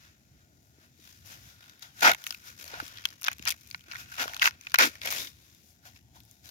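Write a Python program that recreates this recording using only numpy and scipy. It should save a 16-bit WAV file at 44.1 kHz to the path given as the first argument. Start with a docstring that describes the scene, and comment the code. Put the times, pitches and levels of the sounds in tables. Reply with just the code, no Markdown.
"""Hands strip fresh husks off a corn cob outdoors, close by and to the left of a camera. Single leaf fibres
snap as short noisy rings with a bright tick, some with a dull low body, amid dull knocks. Rips and rustles are
dense random grains; cob and grip resonate, and the ground returns a faint scatter. Behind them lies open air
with a faint hiss; a low rumble swells under it, partly with the bass of the rips and pulls, all built from
random spectra. The left microphone hears the hands first; the right one lies in the shade of the camera body."""
import sys
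import numpy as np
from scipy import signal
from scipy.fft import rfft, irfft, next_fast_len
from scipy.io import wavfile
from scipy.ndimage import uniform_filter1d

SR = 44100
rng = np.random.default_rng(int(sys.argv[2]) if len(sys.argv) > 2 else 0)


def log_audio(samples):
    """Write samples as a 16-bit WAV file to the path given in sys.argv[1]."""
    # one column per channel
    frames = np.atleast_2d(samples).T
    # limit to full scale, then quantise
    limited = np.clip(frames, -1, 1)
    pcm = np.round(limited * 32767).astype(np.int16)
    wavfile.write(sys.argv[1], SR, pcm)


N = 286650  # length in samples, 6.5 s
TAPS = 1024  # length of each grain and spectrum in samples
LEAD_S = 0.005  # room before each snap for its rise

# colour of the hand sounds as heard: a dip near 8 kHz, bright to 15 kHz, little above 16 kHz:
# f/Hz, level/dB
HAND_COLOUR = [(3000, 2), (6200, 5.5), (7200, -0.5), (8100, -8), (9500, -3.5), (13000, 1), (15500, -2.5),
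               (15950, -13.5), (16300, -25.5), (16900, -53.5)]
# delay of the right microphone behind the left: f/Hz, delay/s
LAG = [(400, 0.00041), (900, 0.00021), (1500, 0.00036), (3000, .00039)]


def gain_of(db):
    """Decibels to an amplitude factor."""
    return 10 ** (np.asarray(db) / 20)


def evened(x):
    """Scales to rms 1."""
    return x / np.sqrt(np.mean(x ** 2) + 1e-20)


def read(points, hz):
    """Reads a spectrum table on a log-frequency axis."""
    f, value = np.transpose(points)
    return np.interp(np.log(hz + 1), np.log(f + 1), value)


def add(mix, s, sound):
    """Mixes a two-channel sound in at second s."""
    part = mix[:, round(s * SR):][:, :sound.shape[1]]
    part += sound[:, :part.shape[1]]


def causal(points):
    """Minimum-phase impulse response of a dB table."""
    hz = abs(np.fft.fftfreq(TAPS, 1 / SR))
    log_gain = np.log(gain_of(read(points, hz)))
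    spectrum = np.exp(np.conj(signal.hilbert(log_gain)))
    return np.fft.ifft(spectrum).real[:TAPS // 2]


def above(hz, edge_hz):
    """Soft crossover gain: towards 0 under the edge, towards 1 over it."""
    return 1 / np.sqrt(1 + (edge_hz / (hz + 1)) ** 6)


def resonate(x, hz, width_hz):
    """A moving resonance: shifts the curve hz down to zero, smooths, and shifts back."""
    turn = np.exp(2j * np.pi * np.cumsum(hz) / SR)
    r = np.exp(-np.pi * width_hz / SR)
    return 2 * (turn * signal.lfilter([1 - r], [1, -r], x / turn)).real


def ports(sound, noise, scatter_t60=0.015):
    """Left hears the sound as it is; right hears it late, shaded and partly scattered off hands and camera."""
    # right microphone over the left: f/Hz, level/dB
    shade = [(200, -4), (700, -2), (1200, -2), (1800, 2.5), (3000, -2.5), (5000, -9.5), (6200, -17.5),
             (7200, -24), (8500, -8.5), (12000, -8.5), (15000, -12)]
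    # amplitude share that reaches the right unscattered: f/Hz, share/0-1
    unscattered = [(300, 0.7), (800, 0.99), (1500, 0.78), (3000, 0), (6000, 0), (12000, 0.2)]
    hz, t = np.fft.rfftfreq(TAPS, 1 / SR), np.arange(TAPS) / SR
    scatter = noise * gain_of(-60 * t / scatter_t60)
    direct = np.clip(read(unscattered, hz), 0, 1)
    path = direct + np.sqrt(1 - direct ** 2) * rfft(scatter / np.linalg.norm(scatter))
    delay = np.exp(-2j * np.pi * hz * read(LAG, hz))
    path = path * gain_of(read(shade, hz)) * delay
    return np.array([sound, irfft(rfft(sound) * path)])


def snap(hz, tick_db, t60, noise, cycles=39.0, skirt_db=0.0, width=0.89, low_hz=1030.0):
    """A fibre frays, then lets go: a brief ring in a noisy skirt around its pitch, with a bright tick."""
    t, f = np.arange(TAPS) / SR - LEAD_S, np.fft.rfftfreq(TAPS, 1 / SR)
    t60 = max(t60, 0.0015)
    fray_s = 0.0001 + 0.027 * t60  # time for the last 12 dB of the rise
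    shape = gain_of(np.where(t < 0, 12 * t / fray_s, -60 * t / t60))
    # the ring dies by a further 60 dB in this many cycles
    ring = np.sin(2 * np.pi * hz * t) * shape * gain_of(-60 * abs(t) * hz / cycles)
    burst = rfft(noise * shape)
    bright = above(f, 8000)
    near_pitch = 1 / np.sqrt(1 + (np.log((f + 1) / hz) / width) ** 4)
    skirt = irfft(burst * near_pitch * (1 - bright))
    ring = ring / np.linalg.norm(ring) + gain_of(skirt_db) * skirt / np.linalg.norm(skirt)
    tick = irfft(burst * bright)
    sound = ring / np.linalg.norm(ring) + gain_of(tick_db) * tick / np.linalg.norm(tick)
    # a thin fibre moves no bass
    b, a = signal.butter(4, min(low_hz, 0.54 * hz), "high", fs=SR)
    sound = signal.lfilter(b, a, sound)
    return sound / abs(sound).max()


def snaps():
    """The loud single fibres, each with its own pitch, tick and decay."""
    # fibres that break, ahead of the hand colour:
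    # t/s, peak level/dB, ring f/Hz, tick over ring level/dB (before the bass cut), t60/s (1.5 ms at least)
    fibres = [(1.696, -38, 6100, -1, 0.012), (1.7948, -32, 6420, 12, 0.0025), (1.824, -29, 6700, 0, 0.053),
              (2.0078, -20.5, 6040, 6, 0.021), (2.1162, -9, 3700, -2, 0.0089),
              (2.1354, -17, 2130, 3, 0.0058), (2.1477, -17, 2200, 2, 0.0044),
              (2.2404, -18.5, 5830, 5.5, 0.0031), (2.2669, -16, 2730, 3.5, 0.0078),
              (2.275, -20, 6890, 11, .005), (2.307, -15, 5200, -4.5, .0086), (2.3251, -23, 3200, 4, 0.011),
              (2.3464, -25, 2570, .5, 0.012), (2.679, -32.5, 4570, 2, .03),
              (2.7401, -30.5, 1440, -19, 0.015), (2.801, -23.5, 1350, -8, 0.018),
              (2.8806, -23.5, 3460, 4.5, 0.0025), (2.9738, -28.5, 3870, -5.5, 0.0035),
              (2.985, -31.5, 4350, -15, 0.0026), (3.04, -38, 2620, -15, .006),
              (3.0541, -7, 3300, -3.5, 0.0061), (3.088, -31, 4540, 2, .0066), (3.105, -29, 6100, 9, .0024),
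              (3.126, -41, 1820, -12, 0.0073), (3.1304, -32, 5210, 10, 0.0016),
              (3.214, -26, 5670, 20, .005), (3.22, -24, 1450, 10, 0.008), (3.232, -17.5, 5070, 16, 0.0022),
              (3.2424, -16.5, 5650, -8.5, .002), (3.2471, -15, 3540, 5.5, 0.0094),
              (3.2622, -23.5, 5700, -8, 0.0037), (3.266, -19, 3590, -11, .006),
              (3.273, -17.5, 3560, -6, .006), (3.2829, -7.5, 1400, -11, 0.0097),
              (3.316, -20.5, 1570, 5, .007), (3.33, -26, 6750, 2, 0.014), (3.3836, -26, 6360, 11, 0.0022),
              (3.3948, -28.5, 3750, 0, .0039), (3.4253, -26, 6800, -4, 0.0043),
              (3.4539, -15.5, 5150, 5.5, .004), (3.4605, -22.5, 1730, -22, .0061),
              (3.4763, -6.5, 5500, -1, 0.004), (3.48, -20, 3800, 18, .006),
              (3.4842, -10.5, 6800, -3, 0.0061), (3.4921, -7, 3460, 13, .0042),
              (3.5053, -6, 3530, 9.5, .003), (3.5102, -10.5, 6460, 10, .0069),
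              (3.516, -16.5, 3160, 4.5, 0.0058), (3.522, -16.5, 2240, 8, .012),
              (3.6108, -36.5, 6100, 10, 0.013), (3.6744, -30.5, 5770, 22, .003),
              (3.7029, -29, 4260, 16, .002), (3.712, -23.5, 4400, -.5, 0.0038),
              (3.746, -22, 2080, -16, 0.0083), (3.8086, -39.5, 3150, -2, 0.0067),
              (3.9143, -28, 2690, -24, 0.008), (3.921, -28, 1970, -12, 0.0013),
              (3.9364, -37, 1470, -14, .005), (3.9522, -35, 1350, -12, 0.0099),
              (3.9569, -30, 1860, -16, 0.012), (4.1208, -35, 1480, 4, .04), (4.24, -21, 1320, -11, 0.0087),
              (4.2795, -20.5, 1360, -4, 0.0033), (4.2956, -31, 3200, -7, 0.0092),
              (4.3352, -25.5, 1720, -.5, 0.008), (4.3452, -20, 4200, -1, .0078),
              (4.366, -16.5, 4000, -2, 0.0013), (4.376, -25.5, 4160, 3, 0.0023),
              (4.3964, -19, 3190, -7, 0.0028), (4.416, -19.5, 2710, -11, 0.0045),
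              (4.4199, -10, 2500, -11, 0.0034), (4.4219, -10.5, 3295, -4, 0.013),
              (4.4271, -11, 2050, -7.5, 0.018), (4.442, -16, 2073, -9.5, 0.0089),
              (4.4571, -7, 1930, -29, 0.0063), (4.4745, -10, 1560, -22, 0.0098),
              (4.4946, -33, 5990, -1, .01), (4.5094, -30, 3000, -7, 0.0042), (4.6117, -32, 6150, 4, .011),
              (4.6693, -27.5, 2710, -16, 0.012), (4.6715, -33.5, 1480, -18, .015),
              (4.698, -34, 3420, 4.5, .005), (4.7075, -35, 5790, -6.5, .005),
              (4.7192, -26.5, 2817, 1, 0.007), (4.7431, -7.5, 1460, -5.5, 0.018),
              (4.7576, -14, 2715, -14, 0.011), (4.787, -0.5, 1950, 5.5, 0.0057),
              (4.955, -25, 2000, 1.5, .0045), (5.0167, -22.5, 3870, -8, 0.0042),
              (5.0347, -29, 3830, -12, 0.013), (5.0586, -15, 5700, 9, 0.01), (5.072, -17.5, 3360, 2, 0.033),
              (5.1047, -16, 6600, 6, 0.0065), (5.1101, -15, 5640, 10, 0.023),
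              (5.125, -6.5, 1430, 10, 0.0018), (5.2724, -30.5, 3300, -8, 0.039),
              (5.5482, -37, 3790, 11, 0.011), (5.42, -44, 6500, 13, .004), (5.961, -48, 2510, -24, 0.034),
              (6.204, -35, 4400, 7, 0.0021), (6.235, -41, 6370, 13, 0.008), (6.2515, -36, 5000, 23, .005),
              (6.3127, -29.5, 5930, 21, 0.0018)]
    out = np.zeros((2, N))
    for s, db, *fibre in fibres:
        snap_noise, scatter_noise = rng.standard_normal((2, TAPS))
        add(out, s - LEAD_S, gain_of(db) * ports(snap(*fibre, snap_noise), scatter_noise))
    return out


def bumps():
    """Dull knocks and the low body of some snaps: decaying sines with softened ends."""
    # low thuds, ahead of the hand colour: t/s, level/dB at the start of the decay, ring f/Hz, t60/s
    thuds = [(0.784, -45, 280, 0.015), (0.992, -50.5, 310, 0.032), (2.136, -36, 750, .012),
             (2.148, -31, 900, .012), (2.308, -42.5, 734, 0.014), (2.735, -33.5, 460, 0.022),
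             (2.797, -35.5, 850, 0.024), (2.825, -35, 282, 0.027), (3.398, -27, 170, 0.0079),
             (3.884, -44.5, 300, 0.016), (4.256, -23.5, 600, 0.011), (4.279, -37, 700, .012),
             (4.296, -38, 640, .02), (6.166, -51, 916, 0.034)]
    out, t = np.zeros((2, N)), np.arange(TAPS) / SR
    for s, db, hz, t60 in thuds:
        thud = np.sin(2 * np.pi * hz * t) * gain_of(-60 * t / t60) * signal.windows.tukey(TAPS, 0.15)
        add(out, s, gain_of(db) * ports(thud, rng.standard_normal(TAPS)))
    return out


def fibre_clicks(spread_db, per_s=9000.0, clump=0.98, clump_s=0.008):
    """Thousands of small breaks a second, their sizes rising and falling in clumps."""
    clumps = evened(signal.oaconvolve(rng.standard_normal(N), np.hanning(round(clump_s * SR)), "same"))
    chance = np.minimum(rng.exponential(1, N), 4)
    sizes = gain_of(np.clip(spread_db, 0, 4) * (chance + clump * clumps))
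    clicks = sizes * rng.choice([-1.0, 1.0], N) * (rng.random(N) < per_s / SR)
    # even out the local power, so that the pull sets it whatever the sizes
    return clicks / np.sqrt(uniform_filter1d(clicks ** 2, size=900) + 1e-9)


def tearing(pull_db, flap_db, bright_db, spread_db, flap_hz,
            count=24, grain_t60=0.0047, ring_db=-8.5, cycles=11.0):
    """Small fibres break, each in one of many patches of leaf with its own pitch; the loose leaf flaps below."""
    # spectrum of tearing leaf: f/Hz, level/dB
    leaf = [(100, -30.5), (250, -3.5), (430, -12), (700, -6.5), (1150, -3), (1700, -1), (2500, 1),
            (3700, 1.5), (5000, 4), (7000, 6), (16000, 7)]
    clicks = fibre_clicks(spread_db)
    patch, t, size = rng.integers(0, count, N), np.arange(TAPS) / SR, next_fast_len(N + TAPS)
    z = np.zeros((2, size // 2 + 1), complex)
    for k, ring_hz in enumerate(np.geomspace(500.0, 6500.0, count)):
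        grain_noise, scatter_noise = rng.standard_normal((2, TAPS))
        grain = grain_noise * gain_of(-60 * t / grain_t60)
        ring = np.sin(2 * np.pi * ring_hz * t) * gain_of(-60 * t * ring_hz / cycles)
        grain = grain / np.linalg.norm(grain) + gain_of(ring_db) * ring / np.linalg.norm(ring)
        z += rfft(clicks * (patch == k), size) * rfft(ports(grain, scatter_noise), size)
    f = np.fft.rfftfreq(size, 1 / SR)
    z *= rfft(causal(leaf), size) * rfft(causal(HAND_COLOUR), size)
    # split into five bands at these edges in Hz
    steps = [1] + [above(f, edge) for edge in (1100, 2500, 5000, 8000)] + [0]
    bands = [irfft(z * (a - b), size)[:, :N] for a, b in zip(steps, steps[1:])]
    flap, coarse, middle, fine, crisp = bands
    boom = resonate(resonate(flap, flap_hz, 480), flap_hz, 480)
    flap = boom + gain_of(-9) * flap
    octaves = (-1, 0, 0.8, 1.7)  # distance of each upper band from the middle one
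    fibres = sum(gain_of(o * bright_db) * x for o, x in zip(octaves, (coarse, middle, fine, crisp)))
    return gain_of(pull_db) * (fibres / middle[0].std() + gain_of(flap_db) * flap / flap[0].std())


def move(t, bend, peak, rise, hold, fall):
    """Drop in dB around the peak of one movement, and how far it has gone after the peak (0-1)."""
    outside = np.maximum(peak - t, 0) / rise + np.maximum(t - peak - hold, 0) / fall
    return -20 * outside ** bend, np.clip((t - peak) / (hold + fall), 0, 1)


def handwork():
    """Pulls add up in power, and the power weights the flap, brightness, spread and flap pitch."""
    # In these tables rise and fall span 20 dB, flap level is over the pull, brightness is dB per octave,
    # and spread is that of fibre sizes, which the clicks hold to 0-4 dB.
    # leaves ripped off: peak t/s, rise t/s, hold t/s, fall t/s, pull level/dB, flap level/dB at the peak,
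    # brightness at the peak, brightness once free, spread/dB, flap f/Hz at the peak, flap f/Hz once free
    rips = [(2.024, 0.0057, .02, .04, -30, -1, -6, -6, 2, 713, 796),
            (2.065, .035, 0.0047, .055, -25, 1.5, -8.5, -7.5, 2.5, 830, 740),
            (3.272, 0.041, .003, 0.042, -49.5, -10, -11.5, -7, 1.5, 655, 640),
            (3.477, 0.018, 0.0025, 0.026, -36.5, -17.5, -9, -6, 4.5, 643, 654),
            (4.21, .04, .008, 0.042, -37, -4.5, -6, -3.5, 2.5, 720, 682),
            (4.456, 0.046, 0.01, 0.03, -32.5, -10, -4.5, -5.5, 2.5, 897, 900),
            (4.743, 0.0014, 0.00091, 0.0085, -28.5, -19, -0.5, -12, 2.8, 876, 879),
            (4.795, 0.011, 0.024, 0.066, -26, -6, -8.5, -3.5, 2, 669.5, 266.4),
            (5.053, .012, .02, .05, -41, -4.5, -5.5, -3.5, 3, 533, 624),
            (5.108, 0.0091, 0.06, 0.13, -42, -10, -3, -1, 2.5, 682, 280)]
    # leaves rubbed or shifted in the fingers: peak t/s, rise t/s, fall t/s, pull level/dB,
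    # flap level/dB, brightness, spread/dB
    rustles = [(.05, .3, .17, -65, -11, -4.5, 0.5), (.41, 0.33, 0.12, -75.5, -5, -4, 1),
               (0.646, 0.19, .4, -83.5, -1, 7, 5), (.842, .14, 0.1, -68, -7, -4, -0.2),
               (1.069, 0.14, 0.29, -62.5, -14, -1.2, 2.5), (1.262, .02, .15, -61.5, -4, 1.5, 1.5),
               (1.324, 0.095, .09, -54.5, -7, -2.5, 2), (1.49, 0.35, 0.15, -62, -10, -2, -0.3),
               (1.63, 0.11, 0.34, -63.5, -10, -4, 3.5), (1.829, 0.027, .12, -57, -8, -3.5, -0.5),
               (2.012, .07, .03, -52, -11.5, -1.5, 1.5), (2.18, .05, .3, -62.5, -3, -5, 0),
               (2.29, 0.21, 0.18, -56.5, -15, -1, 4), (2.481, 0.084, 0.092, -53.5, -13.5, -2.5, 1.5),
               (2.6, 0.046, 0.68, -55, -8.5, -1, 4), (2.75, 0.12, 0.2, -52, 3.5, -9.5, -2),
               (2.865, .25, 0.079, -56.5, -16, 0.3, 5), (2.977, .3, 0.13, -58.5, -12, -6.5, 3.5),
               (3.055, .1, 0.18, -59.5, -9, -5.5, 5.5), (3.322, 0.064, .03, -53, -9, -10, 1),
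               (3.44, 0.18, 0.12, -65.5, -2, -2, 0.5), (3.535, 0.21, .03, -55, -10.5, -5, 9.5),
               (3.73, 0.71, .25, -66, -14, -0.9, 3.5), (3.93, .1, .2, -57, -9, -4.5, 4),
               (4., 0.079, 0.079, -53, -14, -2, 1.5), (4.14, 0.1, .2, -54.5, -19, -3, 6),
               (4.29, .15, 0.2, -53, 0.5, -4, -1.2), (4.53, .1, 0.089, -64.5, -4, -6, 1.2),
               (4.64, 0.092, 1, -64.5, -15.5, -3.5, 2.5), (4.94, 0.35, 0.12, -59, -5.5, -4.5, 2.5),
               (5.022, .012, .15, -50.5, -6, -3.5, 3.5), (5.48, 0.66, .4, -69, -10, -1.6, 1.5),
               (5.7, 0.34, 0.13, -78, 2, 12, 2), (5.863, 0.034, 0.085, -57.5, -3, -2.5, 1.8),
               (5.961, 0.045, 0.068, -65, -12, -2.5, 6), (6.16, 0.032, 0.076, -64.5, 2, -1.5, -1.5),
               (6.32, .25, .22, -74, -4.5, 1.5, 1), (6.459, .04, .4, -60, -7, 0.1, 6)]
    # still hands: pull level/dB, flap level/dB, brightness, spread/dB
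    rest = (-79.5, 4.5, -1, 2)
    # pitch of the loose leaf between rips: t/s, f/Hz
    loose = [(0, 590), (1.6, 616), (1.85, 765), (2.3, 651), (2.6, 396), (2.76, 814), (2.9, 422.4),
             (3.6, 598.5), (4.1, 712), (4.38, 803), (4.6, 555), (5.5, 543), (6.17, 803), (6.5, 602)]
    rip_bend, rustle_bend = 1.93, 1.143  # rips have rounder shoulders
    flap_grows_db = 4  # the flap gains on the pull as a rip lets go
    t = np.arange(0, N + 16, 16) / SR  # control curves, one point in 16 samples
    loose_hz = np.interp(t, *np.transpose(loose))
    rows = [[x + 0 * t for x in (*rest, loose_hz)]]
    for peak, rise, fall, db, *colour in rustles:
        drop_db, _ = move(t, rustle_bend, peak, rise, 0, fall)
        rows.append([db + drop_db] + [x + 0 * t for x in (*colour, loose_hz)])
    for peak, rise, hold, fall, db, flap_db, held_db, free_db, spread_db, held_hz, free_hz in rips:
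        drop_db, gone = move(t, rip_bend, peak, rise, hold, fall)
        bright_db = held_db + (free_db - held_db) * gone
        flap_hz = held_hz * (free_hz / held_hz) ** gone
        rows.append([db + drop_db, flap_db + flap_grows_db * gone, bright_db, spread_db + 0 * t, flap_hz])
    rows = np.array(rows)
    power = gain_of(2 * np.maximum(rows[:, 0], -200))
    total = power.sum(0)
    colours = (np.moveaxis(rows[:, 1:], 1, 0) * power).sum(1) / total
    mixed = [10 * np.log10(total), *colours]
    return [np.interp(np.arange(N) / SR, t, c) for c in mixed]


def held(x):
    """The cob and the hollow between leaf and palm resonate with whatever the leaves do."""
    # the grip: t/s, hollow f/Hz, gain of the hollow's resonance/dB, gain of the cob's resonance/dB
    grip = [(0, 2800, -37, 0.5), (.7, 2500, -53, 11), (1., 3800, -1, -3), (1.28, 2600, -11, 1),
            (1.55, 3700, -3, 8), (1.85, 3630, 1, 9), (2.05, 2180, -7.5, 11.5), (2.75, 2470, -15.5, 4),
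            (3.02, 3330, 4.5, 2), (3.3, 2510, -6.5, -11), (3.9, 2360, 3, 13), (4.25, 2760, -3, 8),
            (4.6, 2490, 1.5, 5), (4.85, 2350, -3, 6.5), (5.15, 2180, 0, -22), (5.19, 3700, 3.5, -14),
            (5.85, 3540, -17, 11), (5.96, 2600, -4, -18), (6.1, 3300, -4, 5), (6.5, 4040, 2, 5.5)]
    s, *columns = np.transpose(grip)
    hollow_hz, hollow_db, cob_db = (np.interp(np.arange(N) / SR, s, c) for c in columns)
    cob = resonate(x, np.full(N, 1453), 114)  # one fixed pitch and its width in Hz
    hollow = resonate(x, hollow_hz, 290)
    return x + gain_of(cob_db) * cob + gain_of(hollow_db) * hollow


def ground(x, t60=0.02, level_db=-18.0):
    """Stones and ground throw back a short, faint scatter: decaying noise from 2 ms on."""
    t = np.arange(SR // 8) / SR
    tail = rng.standard_normal((2, len(t))) * gain_of(-60 * t / t60) * (t > 0.002)
    return gain_of(level_db) * signal.oaconvolve(x, tail / np.linalg.norm(tail[0]), axes=1)[:, :N]


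def air(level_db=-62.5, patchy_db=-1.5, rumble_hz=250.3):
    """Open air with a faint hiss, and a lumpy low rumble that also swells with the bass of the rips and pulls,
    as random short-time spectra."""
    # relative spectrum of the air: f/Hz, level/dB
    spectrum = [(15, -89.5), (25, -46), (56, -17.5), (87, 0.5), (149, -8.5), (270, -11), (516, -29),
                (560, -35), (734, -40), (1160, -46), (2110, -34), (2910, -54.5), (7110, -31.5), (8140, -47),
                (16000, -48.5)]
    # likeness of the two microphones: f/Hz, likeness/0-1
    likeness = [(60, 0.86), (300, 1), (1000, .6), (4000, 0.1)]
    # left over right: f/Hz, level/dB
    balance = [(60, 1.5), (180, 0.5), (550, 4.5), (1650, -0.5), (4970, 10.5), (15000, 19)]
    # course of the low rumble, swelling also with the rips and pulls, before the patches and the bass cut: t/s,
    # level/dB
    rumble = [(0, -59.5), (.22, -67.5), (.29, -57), (.5, -66), (.7, -61.5), (1.08, -64.5), (1.38, -57.5),
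              (1.72, -67), (2.001, -62.5), (2.11, -53), (2.19, -70), (2.46, -61), (2.59, -65),
              (2.81, -53.5), (2.88, -60.5), (3.24, -66.5), (3.42, -54.5), (3.62, -66), (3.78, -57.5),
              (3.89, -63.5), (3.98, -53.5), (4.13, -61.5), (4.44, -58.5), (4.62, -66.5), (4.85, -57),
              (4.96, -63), (5.18, -54.5), (5.47, -68), (6.12, -59), (6.41, -69.5), (6.46, -54.5),
              (6.5, -70)]
    frames, hz = N // 256 + 5, np.fft.rfftfreq(1024, 1 / SR)
    a, b, c, d, patches = rng.standard_normal((frames, 513, 5)).T
    # smooth the patches of loudness over time and frequency
    patches = evened(uniform_filter1d(uniform_filter1d(patches, 10, 0), 12, 1))
    s, db = np.transpose(rumble)
    swell_db = np.interp(np.arange(frames) * 256 / SR, s, db) - level_db
    same, left = np.clip(read(likeness, hz), 0, 1)[:, None], a + 1j * b
    delay = np.exp(-2j * np.pi * hz * read(LAG, hz))[:, None]
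    right = (same * left + np.sqrt(1 - same ** 2) * (c + 1j * d)) * delay
    lean = gain_of(read(balance, hz)[:, None] / 2)
    z = np.array([left * lean, right / lean]) * gain_of(read(spectrum, hz)[:, None])
    z /= np.sqrt(np.mean(signal.istft(z, nperseg=1024, noverlap=768)[1].mean(0) ** 2))
    low = (1 - above(hz, rumble_hz))[:, None]  # only the rumble swells
    z *= gain_of(level_db + patchy_db * patches + low * swell_db)
    return signal.istft(z, nperseg=1024, noverlap=768)[1][:, :N]


def scene():
    """Hands, their scatter off the ground and the open air."""
    single = signal.oaconvolve(snaps() + bumps(), causal(HAND_COLOUR)[None])[:, :N]
    hands = held(tearing(*handwork()) + single)
    return hands + ground(hands) + air()


def record(dry):
    """Cuts the deepest bass, rounds off the highest peaks; nothing sounds above about 17 kHz."""
    thinned = signal.sosfilt(signal.butter(6, 57.0, "high", fs=SR, output="sos"), dry)
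    rounded = thinned / (1 + (thinned / 0.93) ** 4) ** (1 / 4)  # never passes 0.93
    band = signal.firwin(511, 16980, window=("kaiser", 9), fs=SR)  # upper edge in Hz
    return signal.oaconvolve(rounded, band[None], "same")


dry = scene()
out = record(dry)
log_audio(out)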